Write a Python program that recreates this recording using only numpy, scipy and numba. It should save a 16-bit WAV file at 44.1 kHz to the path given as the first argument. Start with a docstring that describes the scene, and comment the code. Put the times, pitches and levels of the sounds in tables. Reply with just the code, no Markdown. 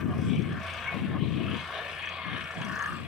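"""A diesel tractor drags a chain digger through a leafy field, some metres ahead of a hand-held phone.
Chain links and engine knock rattle loose sheet metal, built from many struck, wavering resonances.
The exhaust hums as sines on shaft orders; bright ticks, on some shaft turns, are clusters of brief partials.
Filtered noise makes the engine's low rumble and the gusts of wind that buffet the two microphone ports,
the left one most."""
import sys
import numpy as np
from scipy import signal
from scipy.fft import rfft, irfft
from scipy.io import wavfile
from scipy.ndimage import uniform_filter1d, map_coordinates
from numba import njit

SR = 44100
rng = np.random.default_rng(int(sys.argv[2]) if len(sys.argv) > 2 else 0)


def store_pcm(level_fs):
    """Save levels as 16-bit WAV."""
    pcm = np.round(np.clip(level_fs, -1, 1) * 32767).astype(np.int16)
    wavfile.write(sys.argv[1], SR, np.atleast_2d(pcm).T)


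def gain_from_db(level_db):
    """Turn a decibel level (scalar or array-like) into a linear amplitude factor."""
    decades = np.asarray(level_db, float) / 20
    return 10 ** decades


N = 135387  # length in samples


def table(rows, x, col=1, log=False):
    """Read a column of a table along straight lines, on a log axis if asked."""
    a = np.array(rows, float)
    if log:
        return np.interp(np.log(x + 1), np.log(a[:, 0] + 1), a[:, col])
    return np.interp(x, a[:, 0], a[:, col])


def unit(x):
    """Scale to rms 1."""
    return x / np.sqrt(np.mean(x ** 2))


def walk(rate_hz, count=1, size=N, sr_hz=SR):
    """Random levels of rms 1, held for 1 / rate seconds and smoothed twice."""
    hold = max(int(sr_hz / rate_hz), 1)
    levels = rng.standard_normal((count, size // hold + 1))
    steps = np.repeat(levels, hold, axis=1)[:, :size]
    return unit(uniform_filter1d(uniform_filter1d(steps, hold), hold))


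def shaped(x, gain):
    """Filter by a gain given on the frequency axis."""
    return irfft(rfft(x) * gain, N)


@njit
def ring(clicks, gate, pole, lag, gain, row):
    """Sum decaying resonances, each driven by gated clicks from its own starting point."""
    out = np.zeros(gate.shape[1])
    for m in range(len(pole)):
        z = 0j
        for i in range(len(out)):
            block = i >> 7  # pole and gain change every 128 samples
            strike = clicks[i + lag[m]] * gate[row[m], i] * gain[m, block]
            z = z * pole[m, block] + strike
            out[i] += z.imag
    return out


# Edges between the five rattle bands, low to high. Each entry: frequency in Hz.
BAND_EDGES_HZ = [850, 1300, 1950, 4700]
# Single panels that ring up for a while.
# Each row: middle in seconds, length in seconds, pitch in Hz, rise in dB.
RING_UPS = [(.26, 0.16, 1550, 12.5), (0.323, 0.14, 2345, 15), (0.462, 0.12, 2170, 17.5),
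            (0.642, 0.082, 1990, 16.5), (0.87, 0.027, 2218, 21), (1.698, 0.085, 1120, 13.5),
            (1.874, 0.14, 654, 10), (1.955, .13, 1760, 9), (2.04, 0.095, 2260, 7.5), (2.127, .3, 2550, 12),
            (2.24, 0.14, 2130, 16), (2.243, 0.2, 1026, 11), (2.807, 0.3, 1225, 12.5),
            (2.82, 0.11, 1670, 11), (2.998, .12, 2550, 10)]
RING_UP_WIDTH = .014  # share of the pitch
PANEL_SPACE_HZ, PANEL_SPREAD = 40, .014  # spacing at the bottom, and its growth per Hz of pitch
PANEL_WIDTH_HZ, PANEL_WIDEN = 26, .009  # median bandwidth: a base, plus a share of the pitch
PANEL_WAVER, PANEL_WAVER_HZ = .007, 7  # pitch waver as a share, and its rate
PANEL_WALK_DB, PANEL_WALK_HZ, NEIGHBOUR_WALK_DB = 4.3, 12, 2
CLICK_SCATTER_DB = 2.2  # mean boost of a click


def panels(gate, count=125):
    """Loose metal rings at many pitches that waver and swell, partly with neighbours; three strikings."""
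    u = (np.arange(count) + rng.uniform(0, 1, count)) / count
    stretch = np.log1p(PANEL_SPREAD * 15300 / PANEL_SPACE_HZ)
    hz = 200 + np.expm1(u * stretch) * PANEL_SPACE_HZ / PANEL_SPREAD
    width = (PANEL_WIDTH_HZ + PANEL_WIDEN * hz) * np.exp(.5 * rng.standard_normal(count))

    steps = N // 128 + 1
    slow = dict(count=count, size=steps, sr_hz=SR / 128)
    own = walk(PANEL_WALK_HZ, **slow)
    shared = unit(uniform_filter1d(walk(14, **slow), size=11, axis=0))
    t = np.arange(steps) * 128 / SR
    ups = 0
    for middle, length, pitch, rise_db in RING_UPS:
        near_pitch = np.exp(-(np.log(hz / pitch) / RING_UP_WIDTH) ** 2 / 2)
        near_time = np.exp(-(2 * (t - middle) / length) ** 4)
        ups = ups + rise_db * np.outer(near_pitch, near_time)
    swell = gain_from_db(ups + PANEL_WALK_DB * own + NEIGHBOUR_WALK_DB * shared)
    # wide or widely spaced rings are struck harder
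    gain = swell * np.sqrt(width * (PANEL_SPACE_HZ + PANEL_SPREAD * hz))[:, None]

    waver = 1 + PANEL_WAVER * walk(PANEL_WAVER_HZ, **slow)
    pole = np.exp((2j * np.pi * hz[:, None] * waver - np.pi * width[:, None]) / SR)
    scatter = gain_from_db(CLICK_SCATTER_DB * rng.exponential(1, (3, 2 * N)))
    clicks = rng.standard_normal((3, 2 * N)) * scatter
    # each run of four neighbours takes the same stretch of clicks
    lag = rng.integers(0, N, count // 4 + 1)[np.arange(count) // 4]
    band = np.searchsorted(BAND_EDGES_HZ, hz)
    return rfft([unit(ring(c, gate, pole, lag, gain, band)) for c in clicks])


# Loudness of the rattle, band by band.
# Each row: time in seconds, then level in dB of the hiss (top band), the drone (lowest),
# the growl, the rasp and the clatter (rising in pitch).
RATTLE_LEVELS = [(0.0, -58.5, -48.5, -43, -46, -46.5), (0.04, -65, -56.5, -53, -55, -56),
                 (0.13, -62.5, -45, -48.5, -52.5, -51.5), (0.27, -60.5, -55, -51.5, -46.5, -49.5),
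                 (0.36, -65, -47.5, -47.5, -53, -40.5), (0.39, -64, -53, -53, -51.5, -43.5),
                 (0.55, -67.5, -51, -55.5, -40, -48), (0.67, -55, -47.5, -45.5, -40.5, -38.5),
                 (0.91, -63, -52.5, -42.5, -40, -41), (0.93, -59, -42.5, -43, -45, -39),
                 (1.01, -64, -50, -46.5, -53, -43), (1.09, -66, -54, -49, -43, -47.5),
                 (1.17, -70, -44, -43, -50, -48.5), (1.22, -68.5, -50.5, -48, -56, -43),
                 (1.7, -58.5, -45.5, -40, -39, -42.5), (1.76, -58.5, -39, -41.5, -40, -36.5),
                 (1.97, -60.5, -49, -42.5, -45, -41.5), (2.02, -61.5, -48, -41, -47, -39.5),
                 (2.29, -67.5, -47.5, -43.5, -43.5, -41), (2.41, -61, -50, -49.5, -43, -42.5),
                 (2.85, -56, -51.5, -45, -40, -48), (3.07, -63.5, -51, -53.5, -50, -47.5)]
# How hard the chain links strike. Each row: time in seconds, strength in dB.
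LINK_STRENGTH = [(0, 0.5), (.5, -3.5), (1.0, -4), (1.6, -3), (2.1, -4), (2.4, 2.5), (2.8, 3.5),
                 (3.07, -6.5)]
# Colour of the rattle. Each row: frequency in Hz, level in dB per Hz.
RATTLE_COLOUR = [(200, -40), (330, -22), (430, -10), (560, -6), (670, -3), (830, -12), (960, -6), (1110, 0),
                 (1260, -5), (1420, -8), (1530, -3), (1660, -5), (1800, -3), (1960, -11), (2260, -4),
                 (2360, -7), (2470, -4), (2680, -10), (2800, -8), (3000, -10), (3280, -9), (3600, -14),
                 (4200, -24), (5200, -32), (5900, -31), (6700, -42), (7600, -35), (9200, -35), (11000, -44),
                 (13300, -50), (14300, -42), (15500, -47)]
# Tilt of the rattle between the ports. Each row: frequency in Hz, left minus right in dB.
RATTLE_LEAN = [(100, 4), (700, -1), (1300, 5), (2400, 7), (4200, 10), (5800, -1), (7600, 10), (9300, -8),
               (10800, -6), (15000, 9)]
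# Likeness of the two ports. Each row: frequency in Hz, shared part of the power from 0 to 1.
PORT_LIKENESS = [(100, 1), (640, 0.95), (1400, 0.68), (3100, 0.73), (5000, 0.4), (7000, 0.1), (15000, 0.1)]
# Delay of the left port. Each row: time in seconds, delay in seconds.
LEFT_DELAY = [(0, 0), (1.2, 0), (3.07, 7e-5)]
CHAIN_HZ, CHAIN_START_TURN = 62.5, .5  # links per second, first link phase
KNOCK_AT_TURN, HISS_AT_TURN = .5, .108  # share of a shaft turn
CHAIN_DEPTH, KNOCK_DEPTH, HISS_DEPTH = 1.86, .54, 1.6
SHARP = 1.84  # decay of a pulse over its cycle, in nepers
LINK_SCATTER_DB = 3  # from link to link, in each band


def pulse(phase):
    """Jump at each whole cycle and decay until the next."""
    return np.exp(-SHARP * (phase % 1))


def rattle(t, turn, hz):
    """Chain links and engine knock pulse the lower bands, shaft turns the hiss; each band has its level."""
    link = CHAIN_HZ * t + CHAIN_START_TURN
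    scatter = LINK_SCATTER_DB * rng.standard_normal((len(BAND_EDGES_HZ), 300))
    strength = gain_from_db(table(LINK_STRENGTH, t) + scatter[:, link.astype(int)])
    chain = CHAIN_DEPTH * strength * pulse(link)
    knock = KNOCK_DEPTH * pulse(turn - KNOCK_AT_TURN)
    hiss_gate = 1 + HISS_DEPTH * pulse(turn - HISS_AT_TURN)
    rings = panels(np.vstack([1 + chain + knock, hiss_gate]))

    alike = np.clip(table(PORT_LIKENESS, hz, log=True), 0, 1)
    lean = np.array([[1], [-1]]) * table(RATTLE_LEAN, hz, log=True) / 2
    ports = np.sqrt(alike) * rings[0] + np.sqrt(1 - alike) * rings[1:]
    ports = ports * gain_from_db(table(RATTLE_COLOUR, hz, log=True) + lean)

    lows = [1 / (1 + (hz / edge) ** 16) for edge in BAND_EDGES_HZ]
    bands = np.diff([0 * hz] + lows + [1 + 0 * hz], axis=0)
    bands = np.roll(bands, 1, axis=0)  # hiss first, as in the level table
    left, right = sum(unit(irfft(ports * band, N)) * gain_from_db(table(RATTLE_LEVELS, t, col=k + 1))
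                      for k, band in enumerate(bands))
    late = (t - table(LEFT_DELAY, t)) * SR
    return np.array([map_coordinates(left, [late], mode="mirror"), right])


# Partials of the exhaust hum. Each row: shaft order in cycles per turn, level in dB within the hum.
HUM_ORDERS = [(2, -13), (3, -2), (6, -24)]
# Loudness of the hum. Each row: time in seconds, gain in dB.
HUM_LEVEL = [(0, -38), (.5, -38.5), (.8, -48), (1.35, -37.5), (1.7, -51.5), (2.2, -51.5), (3.07, -49.5)]


def exhaust(t, turn):
    """Hum of sines locked to shaft orders, wavering a little in level and phase."""
    tone = 0
    for (order, db), sway in zip(HUM_ORDERS, walk(13, count=len(HUM_ORDERS))):
        tone = tone + gain_from_db(db + 1.5 * sway) * np.sin(2 * np.pi * order * turn + .33 * sway)
    return np.sqrt(2) * tone * gain_from_db(table(HUM_LEVEL, t))


# Ticks, on some of the shaft's turns. Each row: start in seconds, gain in dB, centre pitch in Hz.
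TICKS = [(0.179, -55, 5400), (0.2144, -55, 5400), (0.3541, -55, 6020), (0.4199, -51, 5780),
         (0.5247, -57, 5980), (0.6305, -56, 5830), (0.7357, -48, 6080), (2.0213, -55, 5950),
         (2.0567, -51, 6000), (2.09, -48.5, 6000), (2.37, -58, 5750), (2.439, -51.5, 5630),
         (2.507, -49, 5640), (2.543, -53, 5600), (2.613, -48.5, 6030), (2.647, -44, 5770),
         (2.6838, -52, 6060), (2.7202, -47, 5500), (2.7535, -43, 6000), (2.7881, -46, 6340),
         (2.822, -40, 6200), (2.8584, -44, 5800), (2.9282, -51, 5700)]
TICK_WIDTH_HZ = 360  # scatter of the partials
TICK_S, TICK_RING_S = .0015, .0045  # swell of the tone and fade of the crack; fade of the tone
TICK_CRACK_DB, TICK_PAN_DB = -15, 3  # crack gain; left minus right


def tick():
    """Short bright ticks: nine close partials swell and fade under a crack of noise."""
    out, age = np.zeros(N + 2000), np.arange(2000) / SR
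    fade = np.exp(-age / TICK_S)
    for start, db, hz in TICKS:
        partials = hz + TICK_WIDTH_HZ * rng.standard_normal((9, 1))
        tone = np.sin(2 * np.pi * (partials * age + rng.random((9, 1)))).sum(axis=0) / 4
        tone = 2 * tone * (1 - fade) * np.exp(-age / TICK_RING_S)
        crack = gain_from_db(TICK_CRACK_DB) * np.diff(rng.standard_normal(len(age) + 1)) * fade
        i = int(start * SR)
        out[i:i + len(age)] += gain_from_db(db) * (tone + crack)
    return out[:N] * gain_from_db(np.array([[1], [-1]]) * TICK_PAN_DB / 2)


# Colour of the engine rumble. Each row: frequency in Hz, level in dB per Hz.
RUMBLE_COLOUR = [(40, 1), (60, 6.5), (90, -1.5), (150, 5.5), (200, -0.5), (300, -4), (400, -5), (600, -35)]
RUMBLE_DB, RUMBLE_ALIKE = -53, .58  # rms level; shared part of the power


def rumble(hz):
    """The engine's low noise, over half its power shared by both ports."""
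    both, left, right = rng.standard_normal((3, N)) * gain_from_db(.5 * walk(6.4))
    mix = np.sqrt(RUMBLE_ALIKE) * both + np.sqrt(1 - RUMBLE_ALIKE) * np.array([left, right])
    return unit(shaped(mix, gain_from_db(table(RUMBLE_COLOUR, hz, log=True)))) * gain_from_db(RUMBLE_DB)


# Gusts of wind. Each row: time in seconds, gain in dB, left minus right in dB.
GUSTS = [(0.0, -38, 11), (0.03, -32, 15), (0.06, -31.5, 4), (0.18, -32, 5.5), (0.23, -28, 17),
         (0.28, -33, 4.5), (0.32, -26.5, 24), (0.38, -33.5, -1), (0.4, -26, 15), (0.43, -34.5, 12.5),
         (0.55, -35, -6), (0.59, -39.5, 3), (0.65, -44.5, -18), (0.73, -53.5, -1), (0.85, -49.5, -23),
         (0.92, -50.5, 6), (0.96, -33.5, 35), (1.01, -34.5, -3), (1.04, -33, 9), (1.11, -33, 4),
         (1.23, -27.5, 13), (1.34, -35, 14), (1.36, -28.5, 12.5), (1.54, -35, 11), (1.7, -60.5, -10),
         (2.23, -59.5, -3), (2.26, -43, 9.5), (2.35, -39.5, 10), (2.53, -68, -11), (2.57, -41, -4),
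         (2.67, -39.5, 11), (2.75, -42, 9), (2.81, -55, -3), (2.95, -38.5, 9.5), (2.98, -41.5, 4),
         (3.07, -41.5, 10)]
# Colour of the wind on the left port. Each row: frequency in Hz, level in dB per Hz.
WIND_LEFT_COLOUR = [(20, -34), (45, -39), (65, -33), (90, -7.5), (130, 0), (190, 0.5), (300, -5),
                    (400, -13.5), (520, -20), (800, -64), (1500, -79)]
# Colour of the wind on the right port. Each row: frequency in Hz, level in dB per Hz.
WIND_RIGHT_COLOUR = [(20, -18), (45, -4), (65, -43), (90, 2), (150, 6), (190, 5), (260, -12), (400, -12),
                     (800, -77), (1500, -85)]
BUFFET_DB, BUFFET_HZ = 1.3, 35  # flutter depth and rate


def wind(t, hz):
    """Eddies thump each port on their own: two unrelated low noises that flutter."""
    ratio = gain_from_db(2 * table(GUSTS, t, col=2))  # left power over right power
    share = np.sqrt(np.array([ratio, np.ones(N)]) / (1 + ratio))
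    eddies = rng.standard_normal((2, N)) * gain_from_db(BUFFET_DB * walk(BUFFET_HZ, count=2))
    colours = (WIND_LEFT_COLOUR, WIND_RIGHT_COLOUR)
    ports = [unit(shaped(e, gain_from_db(table(c, hz, log=True)))) for e, c in zip(eddies, colours)]
    return 2 * share * np.array(ports) * gain_from_db(table(GUSTS, t))


# Speed of the engine shaft. Each row: time in seconds, speed in turns per second.
SHAFT_SPEED = [(0, 28.8), (1.3, 28.8), (2.4, 28.6), (3.07, 28.6)]


def scene():
    """Tractor, digger and wind at the two ports, on one shared shaft angle."""
    t, hz = np.arange(N) / SR, np.arange(N // 2 + 1) * SR / N
    turn = np.cumsum(table(SHAFT_SPEED, t)) / SR
    return rattle(t, turn, hz) + exhaust(t, turn) + tick() + rumble(hz) + wind(t, hz)


def top_cut(x):
    """Nothing passes above the cut-off."""
    return signal.sosfilt(signal.butter(12, 15500, fs=SR, output="sos"), x)


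def record(dry):
    """The microphone loses the deepest bass through a third-order high-pass."""
    low_cut = signal.butter(3, 65.4, "high", fs=SR, output="sos")  # Hz
    mix = signal.sosfilt(low_cut, dry)
    return top_cut(mix)


dry = scene()
out = record(dry)
store_pcm(out)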